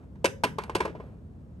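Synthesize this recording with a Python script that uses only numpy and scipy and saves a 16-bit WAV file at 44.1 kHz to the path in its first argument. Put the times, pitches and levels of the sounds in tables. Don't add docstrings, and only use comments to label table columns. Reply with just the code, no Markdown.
import sys
import numpy as np
from scipy import signal
from scipy.fft import rfft, irfft, next_fast_len
from scipy.io import wavfile
from scipy.ndimage import uniform_filter1d

SR = 44100
rng = np.random.default_rng(int(sys.argv[2]) if len(sys.argv) > 2 else 0)


def wrap_up_sound(samples):
    columns = np.atleast_2d(samples).T
    tamed = np.clip(columns, -1, 1)
    steps = np.round(tamed * 32767).astype(np.int16)
    wavfile.write(sys.argv[1], SR, steps)


def decibels_to_gain(level_db):
    exponent = np.asarray(level_db, float) / 20
    return 10 ** exponent


N = 70560
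SIZE = next_fast_len(N + SR)
HZ = np.maximum(np.arange(SIZE // 2 + 1) * SR / SIZE, 1)

# start_s, low_shell_db, upper_shell_db, middle_db, crack_db
KNOCKS = [(0.156, -57, -60.5, -53, -69.5), (0.244, -13, -14, -18, -21.5), (0.246, -15, -18, -36, -29),
          (0.255, -27.5, -32, -38, -23.5), (0.262, -28, -30, -34, -35), (0.436, -23.5, -20.5, -13.5, -26),
          (0.44, -11, -16, -31.5, -30), (0.442, -31.5, -30.5, -23, -32), (0.449, -30, -43, -33, -36),
          (0.584, -32, -28.5, -33.5, -40.5), (0.585, -24.5, -29.5, -21.5, -42),
          (0.619, -36, -47.5, -43.5, -52), (0.635, -39.5, -54, -34.5, -41.5),
          (0.696, -29, -42, -28.5, -46.5), (0.698, -33.5, -37, -42, -63), (0.75, -43.5, -21.5, -22, -27),
          (0.751, -13.5, -29, -23.5, -28.5), (0.761, -31.5, -31, -32.5, -36.5),
          (0.803, -54.5, -21.5, -23.5, -51), (0.804, -17, -23.5, -16.5, -31.5),
          (0.849, -24.5, -28, -30.5, -47), (0.853, -25.5, -22.5, -23, -43), (0.877, -30.5, -35, -32, -66),
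          (0.896, -31.5, -42.5, -42, -62.5), (0.951, -26.5, -32, -38, -76), (1, -29.5, -33.5, -39.5, -69.5)]
UPPER_FROM_HZ, MIDDLE_FROM_HZ, HARD_FROM_HZ = 490, 750, 1800

# pitch_hz, level_db (relative), t60_s (time to fall 60 dB)
SHELL_TONES = [(300, -13, 0.0097), (348.5, -1.5, 0.054), (429, 3.5, 0.027), (557, 2.5, 0.039),
               (593, 1, 0.043), (654, -1, .035), (810, -10.5, 0.058), (889, 3.5, 0.028), (1003, 1, 0.054),
               (1046, 2, 0.032), (1174, -5, 0.017), (1490, -15, .018), (1662, -4.5, 0.014)]
# pitch_hz, level_db (relative), t60_s
HARD_TONES = [(2050, 2, 0.011), (2280, -19, .015), (2860, 3, 0.0055), (3260, -3, 0.01), (4500, -15, .012),
              (5940, -10, 0.036), (6330, -10.5, 0.021), (8000, -10, 0.005), (9300, -15, .012),
              (10400, -8, .01)]
SHELL_DB, UPPER_DB, MIDDLE_DB, HARD_DB = -3.5, -2.5, -3, -2
TONE_SPREAD_DB = 3

# (per Hz, relative)
CRACK_COLOUR = [(880, -15), (1500, -1), (2240, -2), (3770, -14), (4550, -12), (6900, -20), (7540, -16.5),
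                (11200, -19.5), (12500, -28.5), (16200, -67), (22000, -120)]
CRACK_T60_S = 0.03
CHATTER_S, CONTACT_DROP_DB = 0.0033, 14

# low_hz, high_hz, level_db, t60_s
BLUR_BANDS = [(270, 542, -9.5, 0.1), (463, 645, -9, 0.081), (770, 2080, -12, 0.15),
              (1800, 3000, -10.5, 0.14), (2570, 4900, -17.5, .08), (3830, 4000, -20, 0.063),
              (8230, 9300, -23, 0.17)]

# pitch_hz, level_db (relative to the push on the shell), t60_s
BENCH_TONES = [(104.9, -22.5, 0.51), (163.3, -20.5, 0.75), (201.2, -16.5, 0.26), (314, -21, 0.14)]
BENCH_SOFTEN_HZ = 127

# start_s, level_db
RUB_LEVEL = [(0, -58), (0.044, -53), (.08, -88.5), (.22, -81), (.5, -69.5), (0.598, -56.5), (.65, -50.5),
             (.69, -47.5), (.74, -52), (.9, -56), (.96, -54.5), (1.05, -49.5), (1.12, -56), (1.19, -64.5)]
# (per Hz, relative)
RUB_COLOUR = [(250, -21.5), (400, 5.5), (560, 1.5), (1000, -8.5), (2500, -22.5), (5000, -39.5), (9000, -40),
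              (12500, -44)]
SLIPS_PER_S, SLIP_SPREAD_DB = 7500, 1

# pitch_hz, t60_s
ROOM_T60 = [(200, 0.76), (500, 0.26), (1500, 0.29), (3500, 0.26), (7000, 0.27), (12000, 0.26)]
ROOM_DB, ROOM_ALIKE, ROOM_START_S = -15.5, 0.27, 0.014

# (per Hz, relative)
RUMBLE_COLOUR = [(22, -30), (31, -23), (39, -12), (62, 1), (100, -3), (160, -3), (250, -10), (310, -16),
                 (500, -21), (630, -27), (1000, -34), (1600, -41), (2500, -49), (4000, -54), (6300, -58),
                 (8500, -58), (12500, -62), (13500, -85)]
# pitch_hz, likeness (0 to 1)
RUMBLE_ALIKE = [(60, .98), (240, .88), (950, .2), (3800, .2), (9000, .95)]
RUMBLE_DB = -45

# pitch_hz, level_db
OVERALL_TONE = [(20, -41.5), (45, -5.5), (70, -4), (12300, -2), (13000, -23), (14500, -16), (16000, -19)]
# pitch_hz, phase_radians
LEFT_LEADS = [(0, 0), (1290, 1.0), (2840, 6.3), (5250, 7.4), (6630, 6.1), (7580, 7.5), (8790, 5.9),
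              (11600, 0.4), (12600, -0.1), (13400, -3.0), (13800, -3.0), (14100, -4.6), (14900, -6.1),
              (16300, -6.2)]
# pitch_hz, level_db
LEFT_OVER_RIGHT = [(60, -4), (110, 0.0), (200, 0.0), (380, 1), (700, 3.5), (1290, -3), (2380, -7),
                   (4400, 9), (8120, 1.5), (15000, -4)]


def at_hz(points, hz=HZ):
    f, value = np.transpose(points)
    return np.interp(np.log(hz), np.log(np.maximum(f, 1)), value)


def shaped(x, response):
    return irfft(rfft(x, SIZE) * response, SIZE)[..., :N]


def rms_one(x):
    return x / np.sqrt(np.mean(x ** 2) + 1e-20)


def band_noise(noise, low, high):
    return signal.sosfilt(signal.butter(2, [low, high], "band", fs=SR, output="sos"), noise)


def left_right(mid, side, alike):
    return np.sqrt(1 + alike) * mid + np.sqrt(1 - alike) * side * [[1], [-1]]


def fade_step(t60):
    return decibels_to_gain(-60 / (t60 * SR))


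def dying(clicks, step):
    return signal.lfilter([1], [1, -step], clicks + 1e-18)


def ring(clicks, hz, t60):
    r, w = fade_step(t60), 2 * np.pi * hz / SR
    return signal.lfilter([0, np.sin(w)], [1, -2 * r * np.cos(w), r * r], clicks + 1e-18)


def train(at, sizes):
    return np.bincount(at.ravel(), sizes.ravel(), N)[:N]


def knock_samples():
    return (np.transpose(KNOCKS)[0] * SR).astype(int)


def group_of(hz):
    group = int(np.searchsorted([UPPER_FROM_HZ, MIDDLE_FROM_HZ, HARD_FROM_HZ], hz))
    return np.transpose(KNOCKS)[1 + group]


def shell(first):
    out = np.zeros(N)
    for k, (hz, db, t60) in enumerate(SHELL_TONES):
        if hz < UPPER_FROM_HZ:
            trim_db = SHELL_DB
        else:
            trim_db = UPPER_DB if hz < MIDDLE_FROM_HZ else MIDDLE_DB
        spread_db = TONE_SPREAD_DB * rng.standard_normal(len(first))
        pushes = train(first, decibels_to_gain(group_of(hz) + trim_db + db + spread_db))
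        out += ring(pushes, hz, t60) * (-1) ** k
    return out


def contacts(first, count=4):
    crack_db = np.transpose(KNOCKS)[4]
    delay_s = rng.random((len(first), count)) * (np.arange(count) > 0) * CHATTER_S
    at = first[:, None] + (delay_s * SR).astype(int)
    contact_db = crack_db[:, None] - CONTACT_DROP_DB * rng.random(at.shape)
    out = np.zeros(N)
    for hz, db, t60 in HARD_TONES:
        signs = rng.choice([-1, 1], at.shape)
        spread_db = TONE_SPREAD_DB * rng.standard_normal((len(first), 1))
        out += ring(train(at, signs * decibels_to_gain(contact_db + HARD_DB + db + spread_db)), hz, t60)
    crack_height = dying(train(at, decibels_to_gain(contact_db)), fade_step(CRACK_T60_S))
    hiss = rms_one(shaped(rng.standard_normal(N), decibels_to_gain(at_hz(CRACK_COLOUR))))
    return out + crack_height * hiss


def blur():
    out = np.zeros(N)
    for low, high, db, t60 in BLUR_BANDS:
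        level_db = group_of(np.sqrt(low * high)) + db
        power = dying(train(knock_samples(), decibels_to_gain(2 * level_db)), fade_step(t60) ** 2)
        power = uniform_filter1d(power, size=88, origin=43)
        out += np.sqrt(np.abs(power)) * rms_one(band_noise(rng.standard_normal(N), low, high))
    return out


def bench(first):
    pushes = train(first, decibels_to_gain(np.transpose(KNOCKS)[1]))
    r = np.exp(-2 * np.pi * BENCH_SOFTEN_HZ / SR)
    soft = signal.lfilter([1 - r], [1, -r], pushes)
    return sum(decibels_to_gain(db) * ring(soft, hz, t60) for hz, db, t60 in BENCH_TONES)


def rub():
    happens = rng.random(N) < SLIPS_PER_S / SR
    sizes = rng.standard_normal(N) * decibels_to_gain(SLIP_SPREAD_DB * rng.exponential(1, N))
    scrape = rms_one(shaped(happens * sizes, decibels_to_gain(at_hz(RUB_COLOUR))))
    points = RUB_LEVEL + [(1.25, -100)]
    level_db = np.interp(np.arange(N) / SR, *np.transpose(points))
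    return decibels_to_gain(level_db) * scrape


def room(x):
    t = np.arange(SR * 3 // 4) / SR
    noise = left_right(*rng.standard_normal((2, len(t))), ROOM_ALIKE)
    edges = 70 * 2. ** np.arange(9)
    tail = 0
    for low, high in zip(edges, edges[1:]):
        t60 = at_hz(ROOM_T60, np.sqrt(low * high))
        tail = tail + band_noise(noise, low, high) * decibels_to_gain(-60 * t / t60)
    tail = tail * (1 - np.exp(-t / ROOM_START_S))
    answer = decibels_to_gain(ROOM_DB) * tail / np.sqrt((tail ** 2).sum() / 2)
    return shaped(x, rfft(answer, SIZE))


def rumble():
    mid, side = rfft(rng.standard_normal((2, SIZE))) * decibels_to_gain(at_hz(RUMBLE_COLOUR))
    both = left_right(mid, side, np.clip(at_hz(RUMBLE_ALIKE), 0, 1))
    return decibels_to_gain(RUMBLE_DB) * rms_one(irfft(both, SIZE)[:, :N])


def two_ports(sounds, background):
    phase = np.interp(HZ, *np.transpose(LEFT_LEADS))
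    ports = np.exp(-1j * phase * [[0], [1]])
    levels = decibels_to_gain(at_hz(OVERALL_TONE) + at_hz(LEFT_OVER_RIGHT) * [[.5], [-.5]])
    return shaped(sounds, ports * levels) + shaped(background, ports)


def scene():
    first = knock_samples()
    near = shell(first) + contacts(first) + blur() + bench(first) + rub()
    return two_ports(near + room(near), rumble())


def top_cut(x):
    return signal.sosfilt(signal.butter(12, 16670, fs=SR, output="sos"), x)


def record(dry):
    return top_cut(dry)


dry = scene()
out = record(dry)
wrap_up_sound(out)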